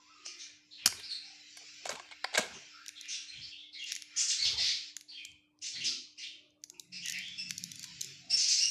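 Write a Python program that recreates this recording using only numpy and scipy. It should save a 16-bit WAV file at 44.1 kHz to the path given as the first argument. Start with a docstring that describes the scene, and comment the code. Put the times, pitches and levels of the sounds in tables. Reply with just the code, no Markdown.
"""A hard-walled kitchen: small eggs are picked from a plastic tray and cracked by hand over a bowl.
Parakeets chatter off in the room: gliding three-partial notes in dense echo, over flickering twitter hiss.
Shells tick close by as short noise bursts; tray knocks drive resonant modes and noise bands.
Hands rumble on the microphone as low noise and rustle; a thin whistle, tonal swells, mains hum and
a noise floor lie underneath. A noise suppressor works on the whole."""
import sys
import numpy as np
from scipy import signal
from scipy.fft import rfft, irfft, next_fast_len
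from scipy.io import wavfile
from scipy.ndimage import uniform_filter1d

SR = 44100
rng = np.random.default_rng(int(sys.argv[2]) if len(sys.argv) > 2 else 0)


def put_to_file(sound):
    """Save the sound as 16-bit audio at rate SR, in the file named by the first command-line argument."""
    columns = np.atleast_2d(sound).T  # one column per channel
    safe = np.clip(columns, -1, 1)
    whole_steps = np.round(safe * 32767)
    wavfile.write(sys.argv[1], SR, whole_steps.astype(np.int16))


N = 383669


def amp(db):
    """Decibels to gain."""
    return 10 ** (np.asarray(db) / 20)


def rms_one(x):
    """Scale to unit rms."""
    return x / np.sqrt(np.mean(x ** 2) + 1e-20)


def in_time(rows):
    """Table columns as sample-rate curves."""
    time_s, *columns = np.transpose(rows)
    return [np.interp(np.arange(N) / SR, time_s, column) for column in columns]


def at_hz(points, hz):
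    """Read a spectrum on a log-frequency axis."""
    points_hz, values = np.transpose(points)
    return np.interp(np.log(hz + 1), np.log(points_hz), values)


def band(x, low_hz, high_hz, order=2):
    """Butterworth band-pass."""
    sos = signal.butter(order, [low_hz, min(high_hz, 20000)], "band", fs=SR, output="sos")
    return signal.sosfilt(sos, x)


def noise():
    """White noise over the whole scene."""
    return rng.standard_normal(N)


def drift(rate_hz):
    """Random wander, rms 1: noise through a double pole at rate_hz."""
    r = np.exp(-2 * np.pi * rate_hz / SR)
    wander = signal.lfilter([1], [1, -2 * r, r * r], rng.standard_normal(N + SR))
    return rms_one(wander[SR:])


def coloured(spectrum):
    """Steady noise with the given spectrum, rms 1."""
    size = next_fast_len(N)
    gain = amp(at_hz(spectrum, np.fft.rfftfreq(size, 1 / SR)))
    return rms_one(irfft(rfft(rng.standard_normal(size)) * gain, size)[:N])


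def ring(drive, hz, t60_s):
    """Two-pole resonator: a unit click sets a decaying sine of height 1 ringing."""
    r, w = amp(-60 / (t60_s * SR)), 2 * np.pi * hz / SR
    return signal.lfilter([0, np.sin(w)], [1, -2 * r * np.cos(w), r * r], drive + 1e-18)


def add(out, time_s, sound):
    """Mix a short sound in at time_s."""
    at = round(time_s * SR)
    out[at:at + len(sound)] += sound[:N - at]


# Room decay: (frequency [Hz], t60 [s])
ROOM_DECAY = [(200, 0.15), (2500, 0.53), (5000, 0.46), (9000, 0.42), (13500, 0.39), (16000, 0.045)]


def room(x):
    """Diffuse echo: noise that dies band by band, unit energy."""
    t, edges_hz = np.arange(SR) / SR, np.geomspace(100, 18000, 13)
    tail = np.zeros(SR)
    for low_hz, high_hz in zip(edges_hz, edges_hz[1:]):
        t60_s = at_hz(ROOM_DECAY, np.sqrt(low_hz * high_hz))
        tail += band(rng.standard_normal(SR), low_hz, high_hz) * amp(-60 * t / t60_s)
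    tail *= np.minimum(t / 0.0014, 1)   # first reflections need time to arrive
    return signal.fftconvolve(x, tail / np.sqrt(np.sum(tail ** 2)))[:N]


# Distant twitter: (time [s], level [dB], brightness [dB/octave])
FLOCK_LEVEL = [(0, -57.5, -1.5), (.45, -47, -5), (.62, -60.5, -8.5), (.69, -62, 1), (.76, -58.5, 1),
               (.85, -51.5, -11.5), (1.6, -47, 0.5), (1.85, -44, -1.3), (2.08, -51, -6.5),
               (2.5, -45.5, -5.5), (2.72, -47.5, -4), (2.95, -52, -7), (3.2, -49, -6), (3.5, -48.5, -1.5),
               (3.7, -96, 5), (3.8, -75, 11), (4.2, -43, -10.5), (4.9, -46.5, 0), (5.06, -94, 0.5),
               (6.9, -77, -7.5), (7.0, -51, -0.5), (8.1, -42.5, 0), (8.27, -51.5, -1), (8.7, -64, 26)]
# Twitter spectrum: (frequency [Hz], relative density [dB per Hz])
TWITTER_SPECTRUM = [(590, -34.5), (1000, -48), (1380, -14), (1830, -7), (2090, -4), (2440, 2), (2750, -1),
                    (3790, -2.5), (5380, 4.5), (6890, -7), (9000, -13.5), (11700, -72.5), (19800, -120)]


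def flock():
    """Distant twitter blurred to hiss: flickering log-spaced bands, tilted about 3500 Hz by brightness."""
    level_db, bright_db_per_oct = in_time(FLOCK_LEVEL)
    hiss, edges_hz = coloured(TWITTER_SPECTRUM), np.geomspace(1100, 7300, 15)
    twitter = np.zeros(N)
    for low_hz, high_hz in zip(edges_hz, edges_hz[1:]):
        tilt_db = bright_db_per_oct * np.log2(low_hz / 3500)
        twitter += amp(1.3 * drift(7.6) + tilt_db) * band(hiss, low_hz, high_hz)
    air = amp(-26.5 + 3 * drift(8)) * rms_one(band(noise(), 12000, 14000, order=3))
    return amp(level_db) * (twitter + air)


# Whistle: (time [s], frequency [Hz], level [dB])
WHISTLE_PATH = [(0, 1047, -61), (.04, 1027, -74), (.085, 1167, -69), (.1, 1305, -62), (.14, 1330, -74),
                (.16, 1240, -60), (.25, 1222, -66), (.3, 1324, -83), (.4, 1304, -83)]
WHISTLE_ROOM_DB = 0.5


def whistle():
    """A faint sine that steps up and fades; fast pitch jitter makes it breathy."""
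    hz, level_db = in_time(WHISTLE_PATH)
    fade = np.clip((WHISTLE_PATH[-1][0] - np.arange(N) / SR) / 0.021, 0, 1)
    jittered_hz = hz * (1 + 0.025 * drift(300))
    tone = np.sin(2 * np.pi * np.cumsum(jittered_hz) / SR)
    return amp(level_db + 2 * drift(30)) * tone * fade


# Grips on the microphone body: (time [s], hold [s], thump level [dB], rustle level [dB])
HAND_GRIPS = [(.48, 0.033, -76, -80), (0.869, 0.08, -58, -63), (1.622, 0.018, -81.5, -69.5),
              (1.9, 0.025, -64, -50.5), (2.406, 0.14, -67, -55.5), (3.388, 0.0077, -57, -76),
              (4.452, 0.18, -53, -59), (5.3, 0.015, -66.5, -80), (5.755, 0.14, -65, -72),
              (6.776, 0.021, -77, -83.5), (7, 0.35, -72, -90), (7.906, 0.057, -70, -80),
              (8.274, 0.24, -69, -74)]
# Low drone level: (time [s], level [dB])
DRONE_CURVE = [(0, -99), (1.02, -79.5), (2.32, -92), (2.52, -65), (2.85, -96.5), (5.6, -88.5), (5.82, -64),
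               (6.08, -93), (6.6, -84), (7.0, -63), (7.36, -62.5), (7.73, -56), (7.92, -63.5),
               (8.31, -62.5), (8.53, -78), (8.7, -64.5)]
# Drone noise bands: (centre [Hz], width [Hz], relative level [dB])
DRONE_BANDS = [(102, 13, -6), (137, 12, 1.5), (179.5, 16, 0.5), (251.2, 35, -10.5)]
GRIP_RISE_DB_PER_S, GRIP_FALL_DB_PER_S = 302.5, 134
THUMP_REST_DB, RUSTLE_REST_DB = -82.5, -83


def hands():
    """Each grip rises, holds and falls as low thump and patchy rustle noise; a wavering drone runs beside."""
    t, thump_db, rustle_db = np.arange(N) / SR, THUMP_REST_DB, RUSTLE_REST_DB
    for time_s, hold_s, grip_thump_db, grip_rustle_db in HAND_GRIPS:
        rise_db = GRIP_RISE_DB_PER_S * np.maximum(time_s - t, 0)
        fall_db = GRIP_FALL_DB_PER_S * np.maximum(t - time_s - hold_s, 0)
        thump_db = np.maximum(thump_db, grip_thump_db - rise_db - fall_db)
        rustle_db = np.maximum(rustle_db, grip_rustle_db - rise_db - fall_db)
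    thump = amp(thump_db + 0.5 * drift(13)) * rms_one(band(noise(), 36, 110))

    drone_db, = in_time(DRONE_CURVE)
    drone = np.zeros(N)
    for hz, width_hz, db in DRONE_BANDS:
        drone += amp(db + 2.5 * drift(2.3)) * band(noise(), hz - width_hz / 2, hz + width_hz / 2)

    edges_hz = np.geomspace(340, 1500, 11)
    rustle = np.zeros(N)
    for low_hz, high_hz in zip(edges_hz, edges_hz[1:]):
        rustle += amp(5 * drift(13)) * band(noise(), low_hz, high_hz)
    return thump + amp(drone_db) * rms_one(drone) + amp(rustle_db) * rms_one(rustle)


# Mains overtone: (frequency [Hz], level [dB rms])
HUM_TONES = [(300, -76)]


def hum():
    """A mains overtone: a sine whose level barely wavers."""
    t, out = np.arange(N) / SR, np.zeros(N)
    for hz, level_db in HUM_TONES:
        out += amp(level_db + 0.4 * drift(3)) * np.sqrt(2) * np.sin(2 * np.pi * hz * t)
    return out


# Noise floor spectrum: (frequency [Hz], relative density [dB per Hz])
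FLOOR_SPECTRUM = [(30, -14), (100, -15), (250, -9.5), (500, -15.5), (2000, -21), (6000, -23.5),
                  (14000, -17.5), (16000, -22)]
FLOOR_RMS_DB = -77.5


def noise_floor():
    """Steady coloured noise."""
    return amp(FLOOR_RMS_DB) * coloured(FLOOR_SPECTRUM)


# Faint tonal swells: (time [s], length [s], centre [Hz], level [dB])
TONE_SWELLS = [(0.148, 0.28, 357, -69.5), (1.193, 0.25, 777, -70.5), (2.712, 0.14, 1357, -57.5),
               (2.764, 0.17, 1620, -61), (5.745, 0.33, 350, -63.5), (5.749, 0.31, 252, -60.5),
               (2.409, 0.19, 231, -62), (5.852, 0.16, 1360, -65.5), (6.256, 0.47, 598, -78),
               (6.286, 0.25, 348, -75.5), (6.676, 0.18, 900, -76), (6.664, 0.23, 352, -72),
               (6.972, 0.34, 716, -75.5), (7.812, 0.15, 985, -71), (7.98, 0.18, 380, -68),
               (8.2, 0.2, 710, -66.5), (8.3, 0.098, 476, -70), (8.497, 0.19, 614, -74)]


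def swells():
    """Narrow noise bands that fade in and out."""
    out = np.zeros(N)
    for time_s, length_s, hz, level_db in TONE_SWELLS:
        settled = band(rng.standard_normal(SR), 0.95 * hz, 1.05 * hz)
        tone = settled[SR - round(length_s * SR):]
        add(out, time_s, amp(level_db) * rms_one(tone) * np.sqrt(np.hanning(len(tone))))
    return out


# Parakeet notes: (time [s], length [s], start [Hz], end [Hz], rasp [0-1],
#                  fundamental level [dB], octave level [dB])
BIRD_NOTES = [(0.245, 0.061, 2707, 2593, 0.13, -56, -47), (0.382, 0.078, 3040, 2810, 0.08, -65, -51.5),
              (0.388, 0.057, 4000, 3960, 0.09, -53, -72), (0.706, 0.077, 4020, 3670, 0.09, -54, -103),
              (0.773, 0.09, 3320, 2300, 0.19, -54.5, -88), (0.962, 0.073, 3950, 3920, 0.07, -55, -75),
              (1.024, 0.05, 4550, 4690, 0.08, -45, -73), (1.088, 0.073, 4343, 4060, 0.06, -41.5, -57.5),
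              (1.23, 0.085, 2630, 2630, 0.08, -71, -58.5), (1.392, 0.028, 4080, 3840, 0, -52.5, -87),
              (2.529, 0.049, 3090, 2954, 0.07, -57.5, -52.5), (2.953, 0.053, 3650, 3580, 0.09, -51, -68),
              (3.023, 0.085, 2393, 2293, 0.11, -54, -69), (3.077, 0.1, 2910, 2850, 0.1, -55.5, -43.5),
              (3.087, 0.093, 3917, 3590, 0.19, -47, -58), (3.277, 0.046, 4120, 4230, 0.02, -47, -64),
              (3.3, 0.054, 2458, 2400, 0.09, -52.5, -80), (3.321, 0.11, 3265, 3200, 0.07, -54.5, -72),
              (3.409, 0.065, 4530, 4450, 0.09, -48.5, -89), (3.503, 0.065, 3210, 3335, 0.08, -52, -83),
              (3.515, 0.052, 2730, 2650, 0.04, -56.5, -84), (3.574, 0.07, 3593, 3493, 0.06, -53, -96),
              (3.63, 0.026, 2170, 2140, 0, -56, -92), (3.723, 0.065, 4290, 3964, 0.1, -49.5, -75),
              (3.739, 0.084, 2250, 2110, 0.06, -55, -78), (3.781, 0.067, 3280, 3220, 0.05, -47.5, -59),
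              (3.81, 0.046, 2846, 2636, 0.04, -46.5, -68), (3.855, 0.075, 2706, 2802, 0.23, -50, -46.5),
              (4.16, 0.082, 2927, 3260, 0.13, -48, -31), (4.274, 0.065, 2943, 2714, 0.22, -61, -31.5),
              (4.38, 0.079, 2170, 2183, 0.05, -49, -34.5), (4.443, 0.042, 2240, 2223, 0.21, -55, -27),
              (4.57, 0.16, 2288, 2167, 0.15, -47, -34), (5.082, 0.051, 4710, 4550, 0, -52.5, -78),
              (5.109, 0.043, 3640, 3170, 0.15, -53, -81), (5.079, 0.056, 4300, 4190, 0.06, -53, -76),
              (5.14, 0.076, 3216, 3110, 0.04, -50.5, -86), (5.17, 0.06, 2558, 2376, 0.07, -50.5, -81),
              (5.614, 0.095, 2846, 2786, 0.19, -53.5, -42.5), (5.724, 0.079, 4240, 4100, 0.11, -45.5, -67),
              (5.797, 0.0813, 2690, 3190, 0.16, -43, -52), (5.747, 0.052, 2103, 2030, 0.15, -48, -67),
              (5.836, 0.071, 2350, 2462, 0.18, -55.5, -34), (6.172, 0.08, 2710, 2310, 0.12, -53, -50),
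              (6.224, 0.049, 3318, 2952, 0.15, -43.5, -58.5), (6.735, 0.039, 2585, 2475, 0.07, -61, -72),
              (6.847, 0.015, 2080, 2060, 0, -63.5, -75), (6.918, 0.079, 2583, 2430, 0.09, -53, -47.5),
              (7.015, 0.079, 2880, 2850, 0.11, -47.5, -52), (7.045, 0.067, 2002, 1874, 0.09, -47, -64),
              (7.124, 0.072, 2490, 2034, 0.13, -42, -51), (7.191, 0.1, 3162, 3300, 0.06, -48, -69),
              (7.277, 0.082, 3500, 3315, 0.02, -52, -79), (7.376, 0.05, 2650, 2670, 0.02, -46.5, -41),
              (8.294, 0.067, 2416, 2896, 0.08, -72, -35), (8.302, 0.056, 2726, 2693, 0, -46.5, -28.5),
              (8.362, 0.11, 2734, 2506, 0.16, -50, -32), (8.472, 0.088, 2830, 2856, 0.14, -49.5, -29.5),
              (8.565, 0.061, 2540, 2430, 0.09, -51, -32.5), (8.599, 0.087, 2826, 2812, 0.03, -44.5, -31.5)]
BIRD_DIRECT_DB, BIRD_ROOM_DB = 1.5, 4.5
THIRD_DB = -15.5   # third partial re octave
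NOTE_ATTACK_S, NOTE_RELEASE_S = 0.012, 0.032
BREATH_DB, BIRD_AIR_DB = -15, -28.5   # re call loudness


def parakeets():
    """Gliding notes of three partials; fast pitch flutter spreads them into a rasp; strong echo, hiss on top."""
    calls, flutter = np.zeros(N), drift(426)
    for time_s, length_s, start_hz, end_hz, rasp, first_db, octave_db in BIRD_NOTES:
        at = round(time_s * SR)
        t = np.arange(min(round(length_s * SR), N - at)) / SR
        glide_hz = np.interp(t, [0, length_s], [start_hz, end_hz])
        phase = 2 * np.pi * np.cumsum(glide_hz * (1 + rasp * flutter[at:at + len(t)])) / SR
        partials_db = [first_db, octave_db, octave_db + THIRD_DB]
        tone = sum(amp(db) * np.sin(k * phase) for k, db in enumerate(partials_db, 1))
        envelope = np.minimum(t / NOTE_ATTACK_S, (length_s - t) / NOTE_RELEASE_S)
        add(calls, time_s, tone * np.clip(envelope, 0, 1))
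    calls = band(calls, 1934, 9400, order=4)
    heard = amp(BIRD_DIRECT_DB) * calls + amp(BIRD_ROOM_DB) * room(calls)

    loudness = np.sqrt(np.abs(uniform_filter1d(heard ** 2, size=800)))
    edges_hz = np.geomspace(8800, 14300, 9)
    air = np.zeros(N)
    for low_hz, high_hz in zip(edges_hz, edges_hz[1:]):
        air += amp(4.5 * drift(15)) * band(noise(), low_hz, high_hz)
    breath = amp(BREATH_DB) * coloured(TWITTER_SPECTRUM)
    return heard + loudness * (amp(BIRD_AIR_DB) * rms_one(air) + breath)


# Tray and bowl knocks: (time [s], overall level [dB], ring [dB], crunch [dB], snap [dB], treble [dB],
#                        body [dB], body frequency [Hz], rattle t60 [s])
TRAY_KNOCKS = [(0.26, -30.5, -22, -32, -0.5, -25, -19, 680, 0.021),
               (0.8576, -8.5, -23.5, 1, 6.5, 6, -30, 245, 0.041),
               (0.874, -14.5, -28, -4, 3.5, 0, -36, 250, 0.012),
               (0.923, -28.5, -19, -8, -21, -24, -11, 2200, 0.013),
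               (0.996, -38.5, -18, 3, 1, -1, -39, 600, 0.032), (1.569, -41, -6, 0, 8, 6, -27, 696, 0.031),
               (1.854, -21, -15.5, -4.5, -6, -18, -8.5, 733, 0.027),
               (1.864, -27.5, -15.5, -5, -1, -11, -30, 248, 0.05),
               (1.891, -16, -15.5, -6, -1.5, -20.5, -15, 570, 0.02),
               (1.9, -25, -19, -3.5, -1, -9.5, -20, 620, 0.1),
               (1.912, -29.5, -13, -1.5, -6, -15, -16, 2000, .06),
               (1.924, -32.5, -20, -2.5, -0.5, -6.5, -16, 250, 0.11),
               (1.951, -31.5, -12.5, -0.5, -5, -14, -24, 560, 0.05),
               (1.996, -29, -12.5, -6, -10, -47, -11.5, 1090, 0.02),
               (2.055, -43, -12, -3, -8.5, -40, -25.5, 700, 0.05),
               (2.086, -42, -15, -4.5, -8, -40, -36.5, 696, 0.02),
               (2.11, -35, -17, -3.5, -8.5, -39.5, -15.5, 770, 0.06),
               (2.119, -36, -9.5, -4, -15, -40.5, -11, 2150, 0.07),
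               (2.242, -10.5, -17.5, -7, -17.5, -26, -23.5, 760, 0.024),
               (2.326, -33, -13, -3.5, -5, -34, -10, 710, 0.22),
               (2.338, -26.5, -15.5, -0.5, -4, -34.5, -17, 720, .1),
               (2.346, -15, -12, -4, -13, -28.5, -14.5, 670, 0.064),
               (2.353, -20, -16, -2, -2, -18, -12.5, 2140, 0.045),
               (2.373, -17, -7, -4.5, -4.5, -25, -7.5, 1620, 0.05),
               (2.377, -9.5, -19, -5, -3, -9.5, -13.5, 608, 0.068),
               (2.383, -13, -18, -11.5, -11, -33, -13.5, 570, 0.044),
               (2.388, -17, -11, -6.5, -9.5, -24.5, -14.5, 230, 0.05),
               (2.403, -27.5, -11.5, 1.5, 2.5, -15, -14, 800, 0.14),
               (2.425, -30.5, -10.5, -9, -10, -11.5, -11.5, 480, 0.23)]
# Tray modes: (frequency [Hz], level [dB], t60 [s])
TRAY_MODES = [(738, 1, 0.047), (1060, -0.5, .03), (1620, -0.5, 0.04), (2186, 3.5, 0.032)]
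KNOCK_RISE_S, BODY_T60_S = 0.002445, 0.022
STRIKE_DB, RATTLE_UNEVEN_DB = 6, 4   # strike re rattle; rms lumpiness of rattle
MODE_SPREAD_DB, LOW_RATTLE_DB = 2.0, -10
KNOCK_ROOM_DB = -14.5


def knocks():
    """A strike and grainy rattle drive tray modes and a hollow body; noise bands crunch, snap and add treble."""
    out, t = np.zeros(N), np.arange(9000) / SR
    for time_s, level_db, ring_db, crunch_db, snap_db, treble_db, body_db, body_hz, t60_s in TRAY_KNOCKS:
        grit = rng.standard_normal(len(t))
        lumps_db = RATTLE_UNEVEN_DB * rms_one(uniform_filter1d(np.roll(grit, 4500), size=60))
        rattle = grit * amp(lumps_db - 60 * t / t60_s) * np.minimum(t / KNOCK_RISE_S, 1)
        strike = amp(STRIKE_DB) * np.exp(-((t - KNOCK_RISE_S) / 0.0001) ** 2)
        struck = rattle + strike

        modes = np.zeros(len(t))
        for hz, db, ring_s in TRAY_MODES:
            modes += amp(db + rng.normal(0, MODE_SPREAD_DB)) * ring(struck, hz, ring_s)
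        body = band(ring(struck, body_hz, BODY_T60_S), 0.6 * body_hz, 1.6 * body_hz)
        parts = [
            (ring_db, band(modes, 550, 6000, order=3)),
            (body_db, body),
            (LOW_RATTLE_DB, band(rattle, 900, 2900, order=3)),
            (crunch_db, band(rattle, 2400, 5000, order=3)),
            (snap_db, band(rattle, 4300, 7800, order=3)),
            (treble_db, band(rattle, 6800, 13000, order=3)),
        ]
        knock = sum(amp(db) * part / np.abs(part).max() for db, part in parts)
        add(out, time_s, amp(level_db) * knock)
    return out


# Shell cracks: (time [s], snap peak [dB], length [s], relative body gain [dB])
SHELL_CRACKS = [(2.859, -35.5, 0.0077, -5), (2.88, -24.5, 0.0046, -18), (2.8865, -28, 0.01, -2.5),
                (3.009, -29, 0.0061, -5.5), (3.056, -39, 0.0022, 3), (3.404, -52, 0.0033, -20),
                (3.444, -54, 0.0046, -20.5), (3.492, -44, 0.0029, -11), (3.84, -32, 0.0032, -33),
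                (3.918, -18, 0.006, -7.5), (3.923, -29, 0.011, -6), (3.952, -20, 0.0014, -26),
                (3.962, -25.5, 0.0033, -2), (4.02, -27, 0.0047, -7), (4.9647, -22.5, 0.005, -8),
                (5.008, -34, 0.006, -6.5), (5.2474, -28, 0.0078, -11), (5.316, -44, 0.0023, -4),
                (5.588, -47, 0.0047, -19), (6.497, -56, 0.018, -9), (6.617, -60, 0.0046, -30),
                (6.6364, -25.5, 0.0053, -14), (6.6413, -40, 0.0035, -13), (6.6974, -29, 0.0056, -17),
                (6.794, -25.5, 0.0068, -34), (7.051, -24, 0.019, -6), (7.072, -32, 0.0061, -25),
                (7.081, -22, 0.0071, -18), (7.092, -20.5, 0.013, -16), (7.104, -26, 0.0095, -13.5),
                (7.121, -18, 0.0039, -25), (7.185, -27, 0.005, -18), (7.282, -35.5, 0.0022, -23),
                (7.495, -30, 0.0017, -12), (7.499, -34, 0.0016, -23), (7.505, -20, 0.0058, -3),
                (7.577, -20, 0.008, -36), (7.637, -18.5, 0.0051, -32), (7.59, -37, .005, -30),
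                (7.7147, -28, 0.0063, -15), (7.756, -29.5, 0.0038, -27), (7.793, -28.5, 0.0046, -28),
                (7.8234, -30, 0.015, -28), (7.839, -26.5, 0.0052, -7), (7.842, -30, 0.0053, -9),
                (8.0074, -22, 0.0055, -35), (8.011, -17.5, 0.0064, -18), (8.025, -32, .006, -26),
                (8.044, -25.5, 0.0044, -32), (8.256, -47, 0.0022, -20)]
SHELL_HZ, SHELL_SPREAD = 6510, 0.04   # mean piece pitch; relative spread
GRIT_DB, SCATTER_DB, SCATTER_T60_S = -6.5, -16, 0.045
SHORTEST_SNAP_S = 0.0005
CRACK_ROOM_DB, CRACK_SHEEN_DB = -15.5, -16   # sheen: hard walls return the top more strongly


def cracks():
    """Each snap is a short noise burst, then a fast-fading scatter of early echoes off the counter.

    Both pass through a shell-pitch band, a bright grit band and a duller body band."""
    out, t = np.zeros(N), np.arange(2500) / SR
    for time_s, peak_db, length_s, body_db in SHELL_CRACKS:
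        hz = SHELL_HZ * (1 + SHELL_SPREAD * rng.standard_normal())
        centre_s, width_s = length_s / 2, SHORTEST_SNAP_S + 0.1 * length_s
        fracture = np.exp(-((t - centre_s) / width_s) ** 2)   # spreads, then stops
        early_echoes = amp(SCATTER_DB - 60 * t / SCATTER_T60_S) * (t > centre_s)
        burst = rng.standard_normal(len(t)) * (fracture + early_echoes)
        piece = band(burst, 0.87 * hz, 1.13 * hz)
        snap = piece + amp(GRIT_DB) * band(burst, 3800, 15500, order=4)
        body = amp(body_db) * band(burst, 1700, 4000, order=3)
        add(out, time_s, amp(peak_db) * (snap + body) / np.abs(snap).max())
    return out


def scene():
    """Near blows get a little room, the birds and the whistle a lot."""
    tone, tray, shell = whistle(), knocks(), cracks()
    to_room = amp(WHISTLE_ROOM_DB) * tone + amp(KNOCK_ROOM_DB) * tray
    to_room += amp(CRACK_ROOM_DB) * shell + amp(CRACK_SHEEN_DB) * band(shell, 8040, 20000)
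    near = tone + tray + shell + room(to_room)
    mix = near + flock() + hands() + hum() + noise_floor() + swells() + parakeets()
    return mix[None]


# Suppressor threshold: (frequency [Hz], level [dB per bin])
SUPPRESS_THRESHOLD = [(30, -112), (300, -106), (1000, -100), (4000, -105), (9000, -106), (16000, -100)]
SUPPRESS_FLOOR_DB, CUTOFF_HZ = -10, 16300


def record(dry):
    """A noise suppressor ducks every frequency bin that sinks towards its threshold; the top is cut."""
    miked = band(dry, 83.7, 8240)   # small microphone rolls off at both ends
    hz, _, bins = signal.stft(miked, SR, nperseg=1024, boundary="even")
    power = uniform_filter1d(np.abs(bins) ** 2, size=3, axis=-1) + 1e-20
    threshold_power = amp(at_hz(SUPPRESS_THRESHOLD, hz))[:, None] ** 2
    gain = np.clip(1 - threshold_power / power, amp(SUPPRESS_FLOOR_DB), 1)
    clean = signal.istft(bins * gain, SR, nperseg=1024)[1][:, :N]
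    return signal.sosfilt(signal.cheby2(12, 70, CUTOFF_HZ, fs=SR, output="sos"), clean)


dry = scene()
out = record(dry)
put_to_file(out)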